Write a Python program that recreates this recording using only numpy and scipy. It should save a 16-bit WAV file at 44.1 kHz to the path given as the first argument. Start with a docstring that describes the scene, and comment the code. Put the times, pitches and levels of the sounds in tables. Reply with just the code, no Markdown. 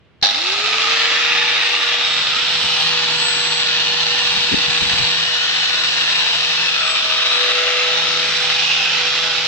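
"""A small angle grinder is switched on close by and runs up to speed with no load, in a small room.
The switch snaps and the gears chatter and rasp: ringing blows, and noise pulsing at twice the mains rate.
Then air and brushes rush through the housing (shaped noise) under the rotor's hum and the commutator's
whistle (tones that follow the rotor). Turned in the hands, the tool shows its switch side, its disc and
its flank, which recolours the noise; puffs of its draught briefly buffet the microphone."""
import sys
import numpy as np
from scipy import signal
from scipy.fft import rfft, irfft, next_fast_len
from scipy.io import wavfile
from scipy.ndimage import uniform_filter1d, minimum_filter1d, map_coordinates

SR = 44100
rng = np.random.default_rng(int(sys.argv[2]) if len(sys.argv) > 2 else 0)


def dump_mix(stems):
    """Bounce the given channels to the path in sys.argv[1] as a 16-bit WAV at rate SR."""
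    frames = np.atleast_2d(stems).T  # one column per channel
    limited = np.clip(frames, -1, 1)  # hard clip at full scale
    pcm = np.round(limited * 32767).astype(np.int16)
    wavfile.write(sys.argv[1], SR, pcm)


N = 417627
MAINS_THROB_HZ = 100  # twice the mains rate
SWITCH_ON_S = 0.2252

# the side that faces the microphone: (t/s, name of the side)
TURNS = [(.5, "gearhead"), (1.2, "vents"), (1.75, "vents"), (2.25, "tilted"), (2.5, "tilted"),
         (2.85, "disc"), (5.0, "disc"), (5.3, "guard"), (6.62, "guard"), (6.85, "shoulder"),
         (7.13, "shoulder"), (7.48, "switch"), (7.86, "switch"), (8.1, "flank"), (8.42, "flank"),
         (8.65, "rim"), (8.8, "rim"), (9.05, "flank")]


def amp(db):
    """Decibels to gain."""
    return 10 ** (np.asarray(db) / 20)


def unit(x):
    """Scaled to rms 1."""
    return x / np.sqrt(np.mean(x ** 2) + 1e-20)


def along(points, hz):
    """Reads (f/Hz, value) points on a log frequency axis."""
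    f, v = np.transpose(points)
    return np.interp(np.log(hz + 1), np.log(f + 1), v)


def peak(hz, centre, width, height):
    """The bell shape of one resonance; width is where it has half its height."""
    return height / (1 + (2 * (hz - centre) / width) ** 2)


def curve(rows, axis=1):
    """One value per sample from a column of (t/s, value, ..) rows."""
    columns = np.transpose(rows)
    return np.interp(np.arange(N) / SR, columns[0], columns[axis])


def since_switch_on():
    """Seconds since the switch closed, 0 before that."""
    return np.maximum(np.arange(N) / SR - SWITCH_ON_S, 0)


def wobble(rate):
    """A smooth random curve through a given number of random points a second."""
    knots = rng.standard_normal(int(N * rate / SR) + 4)
    return map_coordinates(knots, [np.arange(N) * rate / SR])


def filtered(x, response):
    """x with each frequency multiplied by response(hz)."""
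    size = next_fast_len(N + 8192)
    return irfft(rfft(x, size) * response(np.fft.rfftfreq(size, 1 / SR)), size)[..., :N]


def coloured(x, points):
    """x filtered to a colour given as (f/Hz, level/dB) points."""
    return filtered(x, lambda hz: amp(along(points, hz)))


def stereo_noise():
    """Two unrelated white noises."""
    return rng.standard_normal((2, N))


def spread(pair):
    """Unrelated noises become left and right, whose likeness changes with pitch and fades in the treble."""
    # likeness of left and right: (f/Hz, correlation 0-1)
    likeness = [(40, .35), (150, 0.17), (450, 0.59), (900, 0.71), (1700, 0.65), (2400, 0.45), (3300, 0.2),
                (5500, 0.18), (12000, .05)]
    # left minus right: (f/Hz, level/dB)
    balance = [(60, 0), (130, -3), (350, 1), (700, -1), (2000, 0), (4400, -2), (8000, -2), (14000, -2.5)]

    def mid_side_gains(hz):
        angle = np.arccos(np.clip(along(likeness, hz), -1, 1)) / 2
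        return np.array([np.cos(angle), np.sin(angle)])

    mid, side = filtered(pair, mid_side_gains)
    left_right = np.array([mid + side, mid - side])
    return filtered(left_right, lambda hz: amp(np.outer([0.5, -0.5], along(balance, hz))))


def patchy(pair, depth_db, width_hz, life):
    """Lays a random, slowly changing pattern of narrow peaks and dips on a noise, for a grainier hiss."""
    size = 2048
    z = signal.stft(pair, nperseg=size)[2]
    bins = np.arange(z.shape[1]) * SR / size / width_hz
    frames = np.arange(z.shape[2]) * (size // 2) / SR / life  # life in s
    grid = np.meshgrid(bins, frames, indexing="ij")
    knots = rng.standard_normal((3, 700, 80))
    shared, left, right = [map_coordinates(k, grid, order=1, mode="mirror") for k in knots]
    pattern = unit(shared + np.array([left, right]))
    return signal.istft(z * amp(depth_db * pattern), nperseg=size)[1][:, :N]


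def partial(turns, flutter_db, drift):
    """A stereo tone of rms 1 whose strength and phase wander at each microphone port."""
    phase = 2 * np.pi * (turns + rng.random())
    ports = []
    for port in range(2):
        strength = amp(flutter_db * wobble(14))
        ports.append(strength * np.sin(phase + drift * wobble(3)))  # drift in radians
    return unit(np.array(ports))


def facing(side):
    """How much of one side of the tool is turned to the microphone, 0-1."""
    return curve([(s, float(name == side)) for s, name in TURNS])


def radiated(part):
    """Relative level of one part in dB, as the tool turns from side to side."""
    # the parts, in the order of the level columns below
    part_names = ("hum", "sixth", "second", "fourth", "fifth", "breeze")
    # what each side sends out, relative: side: (rotor hum level/dB, rotor's sixth level/dB,
    # spindle's second level/dB, fourth level/dB, fifth level/dB, breeze level/dB)
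    side_levels = { "gearhead": (-30.5, -42, -53, -58, -50, -66),
                   "vents": (-36.5, -33, -49.5, -50.5, -49, -62),
                   "tilted": (-40.5, -37, -62, -45.5, -47, -56),
                   "disc": (-37.5, -35, -54.5, -51, -44.5, -54),
                   "guard": (-42.5, -31.5, -59, -48, -55, -60),
                   "shoulder": (-45, -41, -60, -36.5, -53, -60), "switch": (-29.5, -43, -62, -41, -43, -61),
                   "rim": (-42.5, -34, -60, -47, -46, -62), "flank": (-37, -43, -56, -44.5, -43, -63)}
    column = part_names.index(part)
    return curve([(s, side_levels[side][column]) for s, side in TURNS])


def still_room(level_db=-53.5):
    """Faint steady background of the room: shaped noise at a constant level."""
    # colour of the still room: (f/Hz, relative level/dB per Hz)
    room_colour = [(18, -50), (30, -34), (76, 9), (301, -4.5), (350, -2.5), (863, -13), (3020, -12.5),
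                   (12000, -53), (15600, -84), (22000, -120)]
    return amp(level_db) * unit(coloured(spread(stereo_noise()), room_colour))


def clacks(ring_db=-19, crack_db=-5.0, crack_t60=0.024, room_db=-12, room_t60=0.56):
    """Each blow cracks (a noise burst) and rings the gear case (fading tones); the small room answers."""
    # the switch, then gear teeth slamming through their backlash: (t/s, relative level/dB)
    blows = [(0.2144, -27), (0.2255, -7), (.2282, 2), (.2405, -5.5), (.2485, -6), (.2575, -6), (.2685, -7),
             (.2895, -10), (0.309, -11), (.3465, -11), (.358, -15), (.3695, -14), (.4175, -15), (.469, -11),
             (.5205, -11)]
    # ringing tones of the gear case: (f/Hz, relative level/dB, time to fall by 60 dB/s)
    case_tones = [(707, -5, .08), (817, -1.5, 0.2), (1680, -3, .04), (3700, 7, .07), (3800, 0, .07),
                  (4120, -1, .06), (4560, 0, .05), (5540, -4, 0.055)]
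    crack_colour = [(40, -18), (150, -11), (500, -1.0), (750, -15), (1500, 2.0), (2500, -4),
                    (4000, 15.0), (6000, 1), (8500, -23), (15000, -36)]  # (f/Hz, level/dB)
    t = np.arange(SR // 4) / SR
    rings, cracks = np.zeros((2, 2, N))
    attack = 1 - np.exp(-(t / 0.00041) ** 2)
    for s, db in blows:
        start = round(s * SR)
        span = slice(start, start + len(t))
        for hz, level, t60 in case_tones:
            phase = rng.uniform(0, 2 * np.pi, (2, 1))
            uneven_db = rng.normal(0, 2.3)  # no two blows ring alike
            envelope = attack * amp(db + level + uneven_db - 60 * t / t60)
            rings[:, span] += envelope * np.sin(2 * np.pi * hz * t + phase)
        cracks[:, span] += amp(db - 60 * t / crack_t60) * rng.standard_normal((2, len(t)))
    direct = amp(ring_db) * rings + amp(crack_db) * spread(coloured(cracks, crack_colour))
    tail = rng.standard_normal((2, len(t))) * amp(-60 * t / room_t60)
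    tail /= np.linalg.norm(tail[0])
    return direct + amp(room_db) * signal.fftconvolve(direct, tail, axes=1)[:, :N]


def rotor_speed(unsteady=0.000438):
    """Turns per second: a surge at switch-on, then a slower creep up to the free-running speed."""
    # the free-running speed drifts a little: (t/s, rotor turns per second/Hz)
    free_speed = [(.8, 483), (1.1, 480), (1.6, 481.5), (1.95, 480), (2.25, 484.5), (2.65, 487.5),
                  (3.1, 486), (3.5, 482.3), (3.85, 481), (4.38, 484.8), (4.7, 481.6), (5.1, 484.8),
                  (5.45, 485.6), (5.8, 489), (6.15, 484.3), (6.45, 486.3), (6.7, 486.3), (7.05, 491.5),
                  (7.6, 494.3), (8.4, 493.3), (9.3, 492.6)]
    surge_s, creep_s = 0.0896, 0.308  # time constants
    surge_share = 0.538
    t = since_switch_on()
    lag = surge_share * np.exp(-t / surge_s) + (1 - surge_share) * np.exp(-t / creep_s)
    return curve(free_speed) * (1 - lag) * (1 + unsteady * wobble(12))


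def kick(db=-22, hz=170, t60=0.027):
    """The starting torque jerks the tool in the hands: one dull thud, a fast-fading low tone."""
    t = since_switch_on()
    thud = amp(db - 60 * t / t60) * np.sin(2 * np.pi * hz * t)
    return thud * amp([[1], [-1]])  # the left port is slightly louder, in dB


def judder(db=-13.5, fade_db_per_s=90, depth=0.45, first_peak_s=0.0043):
    """The starting current drives the gears in pulses at twice the mains rate; the rasp then fades."""
    # colour of the gears grinding under the starting torque: (f/Hz, relative level/dB per Hz)
    rasp_colour = [(100, -36), (550, -25), (790, -9.5), (1000, -31), (1650, -13), (3100, -17), (3500, -7),
                   (3720, -0.5), (3950, -6), (4170, -4), (4350, -8), (4570, -8), (4950, -21), (5550, -12),
                   (6300, -29), (9000, -53), (15000, -56)]
    t = since_switch_on()
    torque = 1 + depth * np.cos(2 * np.pi * MAINS_THROB_HZ * (t - first_peak_s))
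    rasp = unit(coloured(spread(stereo_noise()), rasp_colour))
    return amp(db - fade_db_per_s * t) * torque * rasp


def hollow(x):
    """The housing's three air resonances slide and swell as the hands turn the tool."""
    # air resonances heard from every side; they shift with grip and angle:
    # name: rows of (t/s, centre f/Hz, gain level/dB)
    air_resonances = { "low": [(.5, 1280, 11.5), (1.2, 1230, 9.5), (1.75, 1200, 7), (2.2, 1224, 9),
                      (2.5, 1320, 3), (3.1, 1410, 8), (6.1, 1450, 5.5), (6.7, 1360, 3), (6.85, 1235, 12),
                      (7.3, 1226, 8), (8, 1270, 7.5), (8.3, 1330, 4), (9.3, 1320, 4)],
                      "middle": [(.3, 2600, 5), (.42, 2610, 5), (.9, 2660, 5), (1.1, 2640, -3),
                      (1.28, 2530, 5.5), (1.66, 2590, 6.5), (1.8, 2870, 6), (2.1, 2860, -3),
                      (2.7, 2900, 3.5), (3.4, 2980, -1), (4.2, 2850, 7.5), (4.7, 2620, 1), (6.1, 2650, 5.5),
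                      (6.67, 2630, 8), (6.9, 2520, 5), (7.25, 2580, -0.5), (7.65, 2760, 5),
                      (8.3, 2430, 3.5), (8.72, 2560, 8.5), (9.3, 2500, 1)], "high": [(.4, 3710, 4),
                      (.9, 3730, -2), (1.3, 3670, 2), (1.52, 3690, 10.5), (1.82, 3690, 5),
                      (2.05, 3720, 11.5), (2.35, 3580, 3.5), (3.4, 3610, 0), (4.1, 3760, 4.5),
                      (4.9, 3770, 2.5), (5.3, 3760, 7.5), (6.5, 3760, 7), (6.66, 3650, 4), (6.82, 3520, 6),
                      (7.05, 3680, 6), (7.35, 3890, 11.5), (7.7, 3700, -1), (7.97, 3700, 8), (8.3, 3760, 2),
                      (8.55, 3690, 4), (9.3, 3660, -1)]}
    # name: width f/Hz
    air_widths = {"low": 170, "middle": 132, "high": 143}
    hz, t, z = signal.stft(x, SR, nperseg=1024)
    gain_db = 0
    for name, rows in air_resonances.items():
        s, centre, db = np.transpose(rows)
        centre_now, db_now = np.interp(t, s, centre), np.interp(t, s, db)
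        gain_db = gain_db + peak(hz[:, None], centre_now, air_widths[name], db_now)
    return signal.istft(z * amp(gain_db), nperseg=1024)[1][:, :N]


def rush(speed, power, db=3.0, rattle_db=3.0, grain_db=1.35, throb=0.019):
    """Fan air, brushes and gears hiss through the housing; the gears rattle most at low speed."""
    # the rush grows with the run-up and varies as the tool moves: (t/s, relative level/dB)
    rush_level = [(0.25, -28.5), (0.42, -23.5), (0.7, -20.5), (0.93, -18.5), (1.1, -19), (1.55, -20.5),
                  (2.05, -21), (2.4, -20.5), (2.85, -19.5), (3.55, -20.5), (4.15, -20), (5, -19.5),
                  (5.3, -21.5), (6.15, -20.5), (7, -21), (7.3, -20), (8.3, -20.5), (8.7, -19.5), (9.3, -21)]
    # broad colour of the rush: side: rows of (f/Hz, relative level/dB per Hz)
    side_colours = { "gearhead": [(30, -36), (120, -24), (400, -14), (600, -12.0), (850, -7.5), (1050, -14),
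                    (1400, -9.5), (2100, -5), (2700, -0.5), (3900, 1.5), (5600, -10), (7700, -21),
                    (8200, -28.5), (11500, -45), (15000, -46.0)], "vents": [(30, -35), (120, -24.5),
                    (400, -17), (600, -13), (850, -9), (1050, -12.5), (1400, -6.5), (2100, -1.5),
                    (2700, 2.5), (3900, 0.5), (5600, -9.5), (7700, -24.5), (8200, -36.5), (11500, -43),
                    (15000, -47)], "tilted": [(30, -32), (120, -15), (400, -16), (600, -13.5), (850, -9.5),
                    (1050, -11.5), (1400, -4.5), (2100, -4), (2700, 2), (3900, 2.5), (5600, -9.5),
                    (7700, -22), (8200, -45), (11500, -42.5), (15000, -43)], "disc": [(30, -30),
                    (120, -15.5), (400, -16.5), (600, -14.5), (850, -6), (1050, -7.5), (1400, -10.5),
                    (2100, -3.5), (2700, 2), (3900, 2.5), (5600, -8), (7700, -21), (8200, -42),
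                    (11500, -42), (15000, -43.0)], "guard": [(30, -32.0), (120, -18.5), (400, -17.0),
                    (600, -14.5), (850, -7), (1050, -8.0), (1400, -7.5), (2100, -3.0), (2700, 0.5),
                    (3900, 1), (5600, -7.5), (7700, -22), (8200, -31), (11500, -42), (15000, -43)],
                    "shoulder": [(30, -31), (120, -20), (400, -17.5), (600, -14), (850, -12), (1050, -11),
                    (1400, -5), (2100, -5), (2700, 2.5), (3900, 0.5), (5600, -9), (7700, -25), (8200, -33),
                    (11500, -43), (15000, -41)], "switch": [(30, -28.0), (120, -36), (400, -15.5),
                    (600, -11), (850, -12), (1050, -14), (1400, -5), (2100, -5), (2700, 0), (3900, -0.5),
                    (5600, -10.5), (7700, -24), (8200, -33.0), (11500, -46), (15000, -45)],
                    "rim": [(30, -30.0), (120, -17), (400, -18.5), (600, -17), (850, -9), (1050, -13.5),
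                    (1400, -7.5), (2100, -7.5), (2700, 2), (3900, -1), (5600, -8.5), (7700, -24),
                    (8200, -33.0), (11500, -44.5), (15000, -46)], "flank": [(30, -29.0), (120, -18.5),
                    (400, -17), (600, -15), (850, -12.5), (1050, -10.5), (1400, -7), (2100, -6), (2700, 0),
                    (3900, 1), (5600, -8.5), (7700, -23.5), (8200, -32), (11500, -44.5), (15000, -43)]}
    # resonances of the guard and gear case, and shadows (below 0 dB), heard from one side only:
    # side: rows of (f/Hz, width f/Hz, level/dB)
    side_resonances = { "gearhead": [(810, 110, 2.5), (3160, 300, -4.5), (5060, 140, 4)],
                       "vents": [(1820, 340, 5), (3100, 300, -2.5), (850, 90, 3), (5160, 160, 0.5)],
                       "tilted": [(2150, 300, 0), (5300, 260, 4.5)], "disc": [(1760, 250, 6.5),
                       (2160, 180, -4.5), (4350, 340, 4), (5700, 360, 1)], "guard": [(1804, 210, 6),
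                       (2170, 210, -5), (2920, 140, 3.5), (4260, 120, 5.5), (5340, 280, 2.5)],
                       "shoulder": [(2120, 300, -2), (4300, 180, 3.5), (5300, 260, 3)],
                       "switch": [(2000, 180, 3), (4600, 400, -1)], "rim": [(796, 100, 7.5),
                       (2780, 180, 2.5), (5340, 310, 4)], "flank": [(826, 97, 6), (1980, 160, 4),
                       (5540, 280, 3.5)]}
    rattle = (grain_db + rattle_db * (1 - speed)) * wobble(650)
    mains = 1 + throb * np.sin(2 * np.pi * MAINS_THROB_HZ * np.arange(N) / SR)
    drive = amp(rattle + 0.56 * wobble(70)) * mains
    drive /= np.sqrt(uniform_filter1d(drive ** 2, SR // 10))  # even out the slow level
    air = patchy(stereo_noise(), depth_db=2.0, width_hz=35, life=0.17)
    noise = spread(air * drive)
    out = np.zeros((2, N))
    for side in side_colours:
        def response(hz):
            peaks_db = sum(peak(hz, *row) for row in side_resonances[side])
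            return amp(along(side_colours[side], hz) + peaks_db)

        out += facing(side) * unit(filtered(noise, response))
    return hollow(out) * power * amp(curve(rush_level) + db)


def shafts(speed, turns, spindle_db=-1):
    """Unbalance of rotor and geared-down disc, and both shafts' overtones; all grow steeply with speed."""
    # overtones of the rotor: (multiple of its speed, level/dB at full speed)
    rotor_overtones = [(2, -53), (3, -42.5), (5, -39), (7, -36.5), (8, -42), (12, -48.5)]
    # the drone of the unbalanced disc comes and goes with grip and angle: (t/s, relative level/dB)
    drone_level = [(.5, -49), (1.0, -52), (1.45, -48), (1.7, -59), (2.15, -56), (2.8, -41.5), (3.1, -42),
                   (4.25, -47.5), (5.1, -41), (5.4, -49), (6.75, -47), (6.95, -59), (7.75, -59), (8, -45),
                   (9.4, -47.5)]
    pinion_teeth, crown_teeth = 12, 37
    spindle = turns * pinion_teeth / crown_teeth
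    # the last factor makes the left port louder, in dB
    hum = amp(radiated("hum")) * partial(turns, flutter_db=2.0, drift=0.4) * amp([[0.7], [-0.7]])
    disc = amp(curve(drone_level)) * partial(spindle, flutter_db=2.0, drift=0.64) * amp([[2], [-2]])
    rotor = 0
    for k, db in rotor_overtones:
        rotor = rotor + amp(db) * partial(round(k) * turns, flutter_db=7.5, drift=0.78)
    sixth = amp(radiated("sixth")) * partial(6 * turns, flutter_db=4.5, drift=1.0)
    gear = 0
    for part, k in (("second", 2), ("fourth", 4), ("fifth", 5)):
        gear = gear + amp(radiated(part) + spindle_db) * partial(k * spindle, flutter_db=5.0, drift=0.47)
    return speed ** 3 * (hum + disc + rotor + sixth + gear)


def whistle(speed, turns, octave_db=-64, jitter=0.27):
    """The brushes strike each commutator bar: a thin, clean whistle and its octave."""
    # strength as its narrow beams sweep past the microphone: (t/s, level/dB at full speed)
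    beam_level = [(.8, -42), (1.4, -49), (1.84, -41), (2.0, -50), (2.13, -38.5), (2.33, -51), (2.7, -39),
                  (3.1, -46), (3.26, -31.5), (3.52, -33), (3.76, -47), (4.25, -41), (4.6, -41.5),
                  (4.92, -35.5), (5.4, -51), (6.2, -42.5), (6.55, -51), (6.83, -47), (6.92, -35),
                  (7.03, -53), (7.35, -45), (7.85, -54), (8.3, -44), (9.35, -66)]
    commutator_bars = 16
    bars = commutator_bars * turns + jitter * wobble(90) / (2 * np.pi)  # jitter in radians
    tone = amp(curve(beam_level)) * partial(bars, flutter_db=2.0, drift=0.44)
    octave = amp(octave_db) * partial(2 * bars, flutter_db=5.0, drift=1.2)
    return speed ** 3 * (tone + octave)


def draught(speed, db=2, low_edge=0.2, left_db=4.0):
    """Air thrown off the disc buffets the ports, the left one most: a light breeze and short, dull puffs."""
    # puffs of air that hit the microphone: (t/s, half length t/s, relative level/dB, top of the band f/Hz)
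    puff_rows = [(2.653, 0.019, -37, 260), (4.32, .012, -40, 150), (4.38, 0.025, -35, 240),
                 (4.537, .014, -17.5, 410), (4.582, .01, -29, 330), (4.69, 0.012, -32, 170),
                 (4.825, 0.012, -27.5, 238), (4.865, .015, -34, 200), (4.94, .028, -32, 200),
                 (5.0, 0.017, -29, 189), (5.033, .012, -30, 150)]
    # (f/Hz, level/dB)
    breeze_colour = [(25, -16), (90, 2.0), (170, -2.0), (330, -15), (800, -48), (3000, -90)]
    breeze = unit(coloured(stereo_noise(), breeze_colour))
    out = amp(radiated("breeze") + db) * speed ** 2 * breeze
    t = np.arange(-SR // 8, SR // 8) / SR
    hz = np.fft.rfftfreq(len(t), 1 / SR)
    for s, half_length, level, top_hz in puff_rows:
        low_cut = (hz / np.hypot(hz, low_edge * top_hz)) ** 2
        band = low_cut / np.sqrt(1 + (hz / top_hz) ** 10)
        swell = np.exp(-(t / half_length) ** 2)
        puff = swell * irfft(rfft(rng.standard_normal((2, len(t)))) * band, len(t))
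        # same energy as the swell itself
        puff *= np.linalg.norm(swell) / np.linalg.norm(puff, axis=1, keepdims=True)
        start = round((s + t[0]) * SR)
        out[:, start:start + len(t)] += amp(level) * puff
    return out * amp([[left_db], [-left_db]])


def placed(pair):
    """The tool's bearing makes one microphone port earlier and louder than the other."""
    # where the tool is held: (t/s, right port's lead t/ms, left minus right level/dB)
    bearing = [(.7, 0.024, 0.2), (1.5, 0.037, 1), (2.3, 0.0018, 0.5), (3.2, -0.1, 1), (4.8, -0.084, 0.9),
               (5.3, -0.13, 1.8), (6.7, -0.12, 2.2), (8.1, -0.055, 1.5), (8.8, -0.0079, -0.5)]
    lead = curve(bearing) * SR / 1000  # in samples
    pan_db = curve(bearing, axis=2)
    ports = []
    for port, half in zip(pair, (0.5, -0.5)):
        shifted = map_coordinates(port, [np.arange(N) - half * lead], order=5, mode="nearest")
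        ports.append(amp(half * pan_db) * shifted)
    return np.array(ports)


def scene():
    """One rotor speed drives the rush, the tones and the breeze; the blows, kick and rasp start it off."""
    rotor_hz = rotor_speed()
    turns = np.cumsum(rotor_hz) / SR
    speed = rotor_hz / rotor_hz.max()
    power = np.clip((np.arange(N) / SR - SWITCH_ON_S) / 0.0028, 0, 1)  # the motor bites as the switch closes
    start = clacks() + kick() + power * judder()
    running = rush(speed, power) + shafts(speed, turns) + whistle(speed, turns)
    return placed(start + running) + draught(speed) + still_room()


def record(dry):
    """A limiter holds the loudest peaks near full scale; then nothing is kept above the band limit."""
    top_hz = 15550
    needed = 1 / np.maximum(np.abs(dry).max(axis=0), 1)
    gain = uniform_filter1d(minimum_filter1d(needed, size=129), size=129)
    return filtered(dry * gain, lambda hz: hz < top_hz)


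dry = scene()
out = record(dry)
dump_mix(out)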